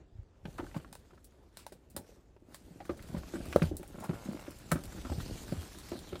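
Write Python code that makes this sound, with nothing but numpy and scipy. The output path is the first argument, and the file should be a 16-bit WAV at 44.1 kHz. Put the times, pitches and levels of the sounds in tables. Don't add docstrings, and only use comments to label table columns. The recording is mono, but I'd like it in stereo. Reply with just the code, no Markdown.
import sys
import numpy as np
from scipy import signal
from scipy.fft import rfft, irfft, next_fast_len
from scipy.io import wavfile
from scipy.ndimage import uniform_filter1d

SR = 44100
rng = np.random.default_rng(int(sys.argv[2]) if len(sys.argv) > 2 else 0)


def store_pcm(level_fs):
    pcm = np.round(np.clip(level_fs, -1, 1) * 32767).astype(np.int16)
    wavfile.write(sys.argv[1], SR, np.atleast_2d(pcm).T)


def voltage_ratio(decibels):
    exponent = np.asarray(decibels, float) / 20
    return 10 ** exponent


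N = 273414
RIGHT_LAG = 5

# pitch_hz, likeness (0-1)
PORT_LIKENESS = [(60, 0.98), (250, 0.98), (550, 0.81), (1100, 0.38), (2200, 0.46), (5000, 0.23),
                 (15000, 0.044)]
# pitch_hz, left_minus_right_db
LEFT_LEAN = [(60, 1.2), (300, 1.64), (1000, 4), (12000, 2.5)]
# pitch_hz, level_db
FOREST_COLOUR = [(12, -42), (25, -4), (55, 4), (110, -9), (180, -13.5), (350, -11), (1100, -25),
                 (7300, -38.5), (9500, -54), (15000, -92)]
# start_s, level_db, resonance_hz
SWISH_PATH = [
    (4.95, -81, 3000),
    (5.1, -59, 3800),
    (5.25, -56, 4500),
    (5.42, -63, 3770),
    (5.55, -68, 4570),
    (5.66, -65, 4730),
    (5.87, -56.5, 4060),
    (6.0, -59.5, 4000),
    (6.2, -61, 3570),
]
# start_s, peak_db, tyre_pitch_hz
ROOT_DROPS = [
    (2.908, -41, 76),
    (3.15, -36, 77),
    (3.471, -36.5, 74.4),
    (3.629, -25.5, 84),
    (5.103, -27.5, 74),
    (4.73, -33, 61),
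    (5.572, -31.5, 84),
    (5.831, -48, 74),
]
# start_s, slips_per_s, level_db
CREAK_PATH = [
    (3.954, 29, -53),
    (4.03, 58, -51),
    (4.13, 92, -53),
    (4.165, 115, -51),
    (4.21, 116, -51),
    (4.275, 54, -52),
    (4.39, 48, -52),
    (4.44, 88, -56),
    (4.52, 60, -59),
]
# pitch_hz, width_hz, level_db
FRAME_MODES = [(584, 130, 2.5), (800, 340, 2), (1040, 146, 2), (1363, 86, -2.5), (2170, 110, -1.5),
               (2720, 120, -3)]
# time_s, effort_db
ROLL_EFFORT = [(0, -82), (0.15, -45.5), (0.31, -57.5), (0.45, -49.5), (0.9, -55.5), (1.2, -61), (1.69, -64),
               (2.0, -62.5), (2.68, -59.5), (2.83, -50.5), (3.5, -46), (3.78, -41), (3.9, -55),
               (4.63, -53.5), (4.75, -48), (5.23, -41.5), (5.8, -52.5), (6.2, -47)]
# time_s, contact_db
BRUSH_CONTACT = [(0.35, -90), (0.5, -64), (0.75, -60.5), (1.02, -70.5), (1.5, -78), (1.6, -61),
                 (1.85, -78.5), (2.1, -65.5), (2.3, -82.5), (2.46, -80), (2.52, -62), (2.68, -68),
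                 (3.0, -58), (3.66, -51.5), (3.74, -66), (4.1, -55.5), (4.6, -57.5), (5.23, -51.5),
                 (6.2, -55.5)]
# pitch_hz, level_db
RUMBLE_COLOUR = [(8.8, -45.5), (15, 10.5), (70, 0.5), (86, -2), (108, -3.5), (172, -32), (200, -25.5),
                 (260, -48), (440, -120)]
# pitch_hz, level_db
SHAKE_COLOUR = [(65, -22.5), (110, -2.5), (177, -0.5), (258, -4), (300, -2.5), (419, -8.5), (700, -12.5),
                (900, -17), (1170, -43.5), (1980, -120)]
# pitch_hz, level_db
SCRAPE_COLOUR = [(400, -16.5), (700, -1), (1000, 3), (1500, 4), (2600, -6.5), (3600, -28), (5000, -41)]
# pitch_hz, level_db
LEAF_COLOUR = [(1650, -7.5), (2800, -4), (3500, -4), (4500, -4.5), (5900, -7), (7500, -7), (9600, -11),
               (15300, -14.5), (15800, -59)]
# start_s, peak_db, left_minus_right_db
TWIG_SNAPS = [(0.581, -37.5, 4), (0.767, -46, 1.5), (0.9272, -30.5, 7), (0.952, -33, 4), (1.5709, -32, 10),
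              (1.6652, -28.5, 7.5), (1.7216, -43, 6), (1.9638, -32, -1), (2.5449, -31.5, 6),
              (2.852, -44.5, 8), (2.973, -45, 3), (3.025, -39, 6), (3.1818, -37, 2), (3.455, -36, 4),
              (3.527, -33, 5), (3.5604, -22.5, 5), (3.6276, -33, 8), (4.411, -38.5, 0), (4.716, -20.5, 5),
              (4.837, -32, 3), (4.855, -32, 6), (5.524, -43, 7), (5.786, -31.5, 2), (5.206, -39, 6),
              (5.99, -35, 7), (1.591, -43, 1)]
# start_s, peak_db, left_minus_right_db
CRISP_LEAVES = [(1.9, -45, 7), (3.768, -27, 2), (3.8296, -39, 2), (3.8772, -37, 4), (4.0024, -37, 6),
                (4.041, -32.5, 5), (4.3222, -46.5, 0), (4.5075, -38.5, 5), (4.5868, -41, 4),
                (1.243, -44, 11), (5.61, -52, 1), (0.99, -58, 3), (4.717, -13, 2), (1.9645, -20.5, 5.5)]
# pitch_hz, level_db
CRACK_COLOUR = [(1470, -10), (2500, -10), (3420, -10), (3810, -2.5), (4150, -3), (6670, -12), (7250, -9),
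                (8710, -7), (9270, -9), (15600, -13)]
# start_s, peak_db, pitch_hz, t60_s
WOOD_KNOCKS = [(0.454, -34, 870, 0.034), (0.583, -30, 1330, 0.087), (0.598, -31.5, 910, 0.055),
               (0.744, -34, 940, 0.08), (0.764, -32.5, 1200, 0.03), (0.846, -40, 1390, 0.022),
               (0.927, -37, 860, 0.022), (0.954, -34, 990, 0.0069), (1.591, -38.5, 1170, 0.01),
               (1.6655, -30.5, 894, 0.0097), (1.962, -36.5, 830, 0.19), (2.545, -35.5, 1740, 0.013),
               (2.803, -36, 780, 0.076), (2.893, -30, 1170, 0.071), (3.147, -35.5, 1080, 0.042),
               (3.337, -36.5, 1590, 0.05), (3.5605, -16.5, 1240, 0.017), (3.62, -26.5, 1500, 0.067),
               (3.83, -37.5, 800, 0.028), (4.093, -29, 1090, 0.023), (4.716, -17, 1350, 0.048),
               (4.756, -31.5, 1380, 0.12), (5.048, -34, 1390, 0.18), (5.122, -32, 830, 0.02),
               (5.522, -31, 740, 0.02), (5.916, -34, 1035, 0.11), (6.128, -32, 714, 0.087),
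               (1.571, -52, 910, 0.012), (0.642, -39.5, 810, 0.03), (0.665, -42, 1520, 0.032),
               (0.712, -44, 1910, 0.03), (3.405, -39, 750, 0.066), (3.46, -43.5, 796, 0.054),
               (4.483, -43, 616, 0.031), (4.466, -41, 2000, 0.05)]
# start_s, peak_db, pitch_hz
WALL_TAPS = [(0.4534, -36, 2820), (0.798, -45, 2870), (1.106, -49, 1290), (1.134, -49.5, 1040),
             (1.176, -50, 1520), (1.322, -56, 1650), (1.721, -43.5, 620), (4.393, -39, 890),
             (1.9644, -30.5, 3800), (1.975, -36.5, 3720), (4.712, -32, 1300), (4.718, -24, 2200),
             (3.566, -37, 4570), (3.629, -30, 4500), (4.719, -27, 3830), (2.364, -50, 856),
             (2.852, -41.5, 1560), (2.992, -39.5, 2070), (3.164, -35.5, 1390), (3.232, -39.5, 1120),
             (3.356, -35.5, 1650), (3.5267, -25.5, 2440), (3.6202, -23, 2450), (4.131, -37, 1360),
             (5.098, -32, 970), (5.201, -34.5, 1460), (5.954, -41, 695), (6.1549, -30, 3670),
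             (6.1279, -38.5, 2760), (5.61, -47, 4800), (5.206, -32, 3420)]
# pitch_hz, level_db
KNOCK_COLOUR = [(350, -16), (550, 5), (800, -5), (1300, 3), (1700, -3), (2600, -7.5), (4000, -15),
                (9000, -35)]
# start_s, peak_db, body_pitch_hz, ring_t60_s
LOG_DROPS = [(0.452, -33, 178, 0.091), (0.594, -29.5, 307, 0.15), (1.72, -42, 383, 0.072),
             (1.967, -33.5, 248, 0.093), (2.894, -26.5, 332, 0.099), (3.127, -36, 121, 0.049),
             (3.618, -18.5, 207, 0.041), (4.092, -23, 160, 0.048), (4.256, -37, 205, 0.19),
             (4.719, -22, 174, 0.12), (5.523, -23, 186, 0.017), (5.917, -29, 336, 0.086)]
# start_s, peak_db, body_pitch_hz, ring_t60_s
LOAD_BUMPS = [(0.763, -25, 190, 0.044), (0.849, -51, 203, 0.047), (3.144, -26, 192, 0.04),
              (3.166, -29.5, 171, 0.089), (3.337, -29, 333, 0.26), (3.354, -32, 232, 0.13),
              (3.402, -34, 233, 0.04), (3.46, -39, 178, 0.09), (3.546, -35.5, 294, 0.16),
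              (3.5617, -15, 480, 0.039), (3.47, -40, 110, 0.081), (3.566, -31, 122, 0.05),
              (3.63, -22, 173, 0.13), (3.713, -27, 320, 0.12), (3.796, -37, 362, 0.12),
              (3.949, -40, 207, 0.019), (3.981, -36, 157, 0.024), (4.287, -25, 220, 0.17),
              (4.345, -32.5, 314, 0.096), (4.48, -32, 282, 0.045), (4.91, -63, 179, 0.06),
              (5.048, -36, 260, 0.21), (5.116, -27, 263, 0.069), (5.179, -28, 113, 0.14),
              (5.33, -40, 119, 0.026), (5.752, -46.5, 344, 0.11), (5.953, -33.5, 267, 0.043),
              (6.125, -31.5, 387, 0.15), (2.895, -27.5, 522, 0.072), (4.756, -24.5, 264, 0.073),
              (4.72, -27, 584, 0.052)]
# start_s, peak_db, body_pitch_hz
LOAD_RATTLES = [(0.918, -46.5, 175), (1.947, -44.5, 189), (2.047, -52, 420), (2.091, -45.5, 458),
                (2.123, -51, 420), (2.166, -51, 402), (2.363, -47, 407), (2.421, -50, 310),
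                (2.485, -45, 258), (2.611, -49, 242), (2.666, -47, 266), (2.707, -43.5, 162),
                (2.759, -41, 184), (2.802, -43, 327), (3.094, -37, 162), (3.9, -42.5, 344),
                (5.269, -45, 198), (0.533, -58, 200), (1.13, -48.5, 358), (4.03, -45, 402),
                (4.097, -29.5, 377), (4.79, -36, 247), (0.454, -41, 567), (2.008, -42, 440),
                (0.753, -39, 221), (4.009, -38, 220), (4.045, -43, 200), (4.06, -43, 220), (4.13, -37, 302),
                (2.69, -54, 395), (1.752, -50, 454)]
# pitch_hz, width_hz, level_db
TUB_MODES = [(81.5, 20, 4.5), (121, 58, -21), (171, 26, 4), (213.4, 61, 8), (320, 59, 8), (423, 84, -5.5),
             (556, 70, 11), (640, 270, -17)]


def evened(x):
    return x / np.sqrt(np.mean(x ** 2) + 1e-20)


def peaked(x):
    return x / (abs(x).max() + 1e-12)


def seconds(length_s):
    return np.arange(int(length_s * SR)) / SR


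def smoothed(x, width):
    return uniform_filter1d(uniform_filter1d(x, width), width)


def read(points, hz):
    f, value = np.transpose(points)
    return np.interp(np.log(hz + 1), np.log(f + 1), value)


def add(mix, s, sound):
    part = mix[..., round(s * SR):][..., :sound.shape[-1]]
    part += sound[..., :part.shape[-1]]


def ring(x, hz, width):
    r = np.exp(-np.pi * width / SR)
    return signal.lfilter([np.sin(2 * np.pi * hz / SR)], [1, -2 * r * np.cos(2 * np.pi * hz / SR), r * r], x)


def coloured(x, points):
    level_db = read(points, np.abs(np.fft.fftfreq(4096, 1 / SR)))
    log_gain = np.log(voltage_ratio(np.maximum(level_db, -70)))
    taps = np.fft.ifft(np.exp(np.conj(signal.hilbert(log_gain)))).real[:2048]
    taps = taps.reshape((1,) * (x.ndim - 1) + (-1,))
    return signal.oaconvolve(x, taps, axes=-1)[..., :x.shape[-1]]


def ports(a, b):
    size = next_fast_len(N)
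    hz = np.fft.rfftfreq(size, 1 / SR)
    same = np.clip(read(PORT_LIKENESS, hz), 0, 1)
    blend = same * rfft(a, size) + np.sqrt(1 - same ** 2) * rfft(b, size)
    right = irfft(blend / voltage_ratio(read(LEFT_LEAN, hz)), size)[:N]
    return np.array([a, np.roll(right, RIGHT_LAG)])


def grains(points, per_s, spread_db, hiss, lump_s, lump_db, patch_db):
    sign, air = rng.standard_normal((2, N)), rng.standard_normal((2, N))
    size = np.minimum(rng.exponential(1, N), 3)
    struck = rng.random(N) < per_s / SR
    clicks = evened(sign * voltage_ratio(spread_db * size) * struck)
    lumps = evened(smoothed(rng.standard_normal(N), max(int(lump_s * SR), 2)))
    z = signal.stft(coloured(clicks + hiss * air, points), nperseg=256)[2]
    patches = rng.standard_normal(z.shape[:0:-1]).T
    patches = uniform_filter1d(uniform_filter1d(patches, size=4, axis=0), size=22, axis=1)
    drifting = signal.istft(z * voltage_ratio(patch_db * evened(patches)), nperseg=256)[1][:, :N]
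    a, b = drifting * voltage_ratio(lump_db * lumps)
    return evened(ports(a, b))


def forest_floor():
    return voltage_ratio(-62) * grains(FOREST_COLOUR, 260, 1.5, 5.0, 0.048, 1.5, 2.5)


def trees(x):
    t = seconds(.25)
    taps = rng.standard_normal((2, len(t))) * (rng.random((2, len(t))) < .2)
    taps = taps * voltage_ratio(-60 * t / 0.09) * (t > .004)
    return ports(*signal.oaconvolve(x, taps / np.linalg.norm(taps[0]), axes=1)[:, :N])


def swish():
    s, db, hz = np.transpose(SWISH_PATH)
    t, width_hz = np.arange(N) / SR, 1200
    r = np.exp(-np.pi * width_hz / SR)
    wander = evened(smoothed(rng.standard_normal(N), 900))
    path_hz = np.interp(t, s, hz) * (1 + 0.095 * wander)
    turn = np.exp(2j * np.pi * np.cumsum(path_hz) / SR)
    low = rng.standard_normal((2, N)) / turn
    for _ in range(2):
        low = signal.lfilter([1 - r], [1, -r], low)
    clumps = evened(smoothed(rng.standard_normal(N), 500))
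    return voltage_ratio(np.interp(t, s, db, -120) + 2.5 * clumps) * evened(ports(*(turn * low).real))


def roots():
    t, out = seconds(.3), np.zeros(N)
    t60, rise_s = 0.16, 0.012
    for s, db, hz in ROOT_DROPS:
        swell = voltage_ratio(db - 60 * t / t60) * (1 - np.exp(-t / rise_s))
        add(out, s, swell * 2 * np.sin(2 * np.pi * hz * t))
    return ports(out, out)


def creak():
    s, per_s, db = np.transpose(CREAK_PATH)
    t = np.arange(N) / SR
    turns = np.cumsum(np.interp(t, s, per_s, 0, 0)) / SR
    slips = np.diff(np.ceil(turns), prepend=0) * voltage_ratio(1.5 * rng.standard_normal(N))
    slips /= np.sqrt(np.interp(t, s, per_s) / 100)
    loose_db = np.interp(t, (4, 4.44), (-9, 0))
    tone = np.zeros(N)
    for f, width, level in FRAME_MODES:
        mode = np.roll(ring(slips, f, width), int(f / 12))
        tone += voltage_ratio(level + loose_db * (f > 2000)) * mode
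    tone = tone / tone[(t > s[0]) & (t < s[-1])].std() * voltage_ratio(np.interp(t, s, db) - 1.0)
    return np.array([tone, np.roll(tone, RIGHT_LAG) * voltage_ratio(-3.5)])


def bend():
    start_s, end_s, width_hz = 4.01, 4.075, 200
    t, out = seconds(end_s - start_s), np.zeros(N)
    turn = np.exp(2j * np.pi * np.cumsum(np.linspace(597, 1210, len(t))) / SR)
    r = np.exp(-np.pi * width_hz / SR)
    rub = signal.lfilter([1 - r], [1, -r], rng.standard_normal(len(t)) / turn)
    add(out, start_s, voltage_ratio(-45.5) * evened((turn * rub).real) * np.sqrt(np.hanning(len(t))))
    return ports(out, out)


def snaps(rows, low_hz):
    t, out = seconds(.12), np.zeros((2, N))
    for (s, db, pan_db), draw in zip(rows, rng.standard_normal((len(rows), 3, len(t)))):
        t60 = np.clip(0.016 - 0.35 * (db + 41), .004, .1)
        burst = (voltage_ratio(-60 * t / t60) + 0.083 * voltage_ratio(-60 * t / 0.11)) * np.minimum(t / 0.0011, 1)
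        pair = np.array([draw[0], 0.62 * draw[0] + 0.99 * draw[1]])
        pair[:, round(.001 * SR)] = 2.84
        crack = coloured(pair * burst * voltage_ratio(3.4 * draw[2]), CRACK_COLOUR)
        crack = peaked(signal.lfilter(*signal.butter(2, low_hz, "high", fs=SR), crack))
        left, right = voltage_ratio(db) * crack * voltage_ratio(np.array([[.5], [-.5]]) * pan_db)
        add(out[0], s, left)
        add(out[1], s + RIGHT_LAG / SR, right)
    return out


def drag():
    t = np.arange(N) / SR
    roll_db = np.interp(t, *np.transpose(ROLL_EFFORT))
    brush_db = np.interp(t, *np.transpose(BRUSH_CONTACT))
    jolt, keep = np.zeros(N), voltage_ratio(-60 / (0.19 * SR))
    for s, db, *_ in blows():
        add(jolt, s, voltage_ratio(min(db, -20)) * np.full(400, 1 / 400))
    jolt = signal.lfilter([1], [1, -keep], jolt)
    both_db = 0.52 * roll_db + (1 - 0.52) * brush_db + 55
    rumble_level = voltage_ratio(roll_db) + voltage_ratio(-36) * jolt
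    shake_level = voltage_ratio(-57 + both_db) + voltage_ratio(-22.5) * jolt
    scrape_level = voltage_ratio(-62 + 0.96 * (brush_db + 54.5)) + voltage_ratio(-38.5) * jolt
    rumble = rumble_level * grains(RUMBLE_COLOUR, 80, 2.0, 0.73, 0.011, 0.97, 0)
    shake = shake_level * grains(SHAKE_COLOUR, 150, 1.9, 1.0, 0.011, 0.77, 0.44)
    scrape = scrape_level * grains(SCRAPE_COLOUR, 500, 2.8, 0.85, 0.012, 3.1, 1.5)
    rustle = voltage_ratio(brush_db) * grains(LEAF_COLOUR, 900, 3.9, 1.64, 0.02, 1.53, 2.2)
    return rumble + shake + scrape + rustle


def knocks():
    rows = WOOD_KNOCKS + [(*row, 0.036) for row in WALL_TAPS]
    t, out = seconds(.12), np.zeros((2, N))
    for (s, db, hz, t60), draw in zip(rows, rng.standard_normal((len(rows), 3, len(t)))):
        fade_db = -60 * t / np.clip(t60, .005, .15)
        burst = draw[:2] * voltage_ratio(3.13 * draw[2] + fade_db) * np.minimum(t / 0.0012, 1)
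        burst[:, round(.0005 * SR)] = -2.7
        wood = peaked(coloured(burst, KNOCK_COLOUR))
        note = peaked(ring(burst, hz, 0.17 * hz))
        add(out, s, voltage_ratio(db) * peaked(0.91 * wood + note))
    return ports(*out)


def blows():
    bounces = [(s + .036, db - 18.5, hz * 0.73, 0.061) for s, db, hz, _ in LOG_DROPS]
    logs = [(*row, 0.7) for row in LOG_DROPS + bounces]
    bumps = [(*row, 0.39) for row in LOAD_BUMPS]
    rattles = [(*row, 0.084, 0.42) for row in LOAD_RATTLES]
    return logs + bumps + rattles


def thuds():
    t, out, rows = seconds(.2), np.zeros(N), blows()
    for (s, db, hz, t60, rebound), draw in zip(rows, rng.standard_normal((len(rows), 2, len(t)))):
        t60 = np.clip(t60, .012, .3)
        hits = draw[0] * (abs(draw[1]) > 2.8) * rebound * voltage_ratio(-60 * t / t60)
        hits[0] = -1
        push = signal.lfilter(np.hanning(int(.3 * SR / hz) + 3), 1, hits)
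        body = ring(ring(push, hz, 6.3 / t60), hz, 0.88 * hz)
        tub = sum(voltage_ratio(d) * ring(push, f, w) for f, w, d in TUB_MODES)
        add(out, s, voltage_ratio(db) * peaked(peaked(body) - 0.84 * peaked(tub)))
    return ports(out, np.roll(out, 60) * 0.5)


def slam():
    t, out = seconds(.02), np.zeros(N)
    swing = t * np.exp(-t / 0.00076) * np.sin(2 * np.pi * 470 * t)
    add(out, 3.5607, -voltage_ratio(-7) * peaked(swing))
    return ports(out, out)


def scene():
    twigs, crisps = snaps(TWIG_SNAPS, 510), snaps(CRISP_LEAVES, 6900)
    hits = slam() + thuds() + knocks() + twigs + crisps
    background = forest_floor() + voltage_ratio(-12) * trees(hits) + swish()
    return background + roots() + creak() + bend() + drag() + hits


def top_cut(x):
    return signal.sosfilt(signal.butter(12, 16610, fs=SR, output="sos"), x)


def record(dry):
    edge = signal.firwin(511, 16000, window=("kaiser", 9), fs=SR)[None]
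    thinned = signal.lfilter(*signal.butter(2, 50, "high", fs=SR), dry)
    mix = signal.oaconvolve(thinned, edge, "same")
    return top_cut(mix)


dry = scene()
out = record(dry)
store_pcm(out)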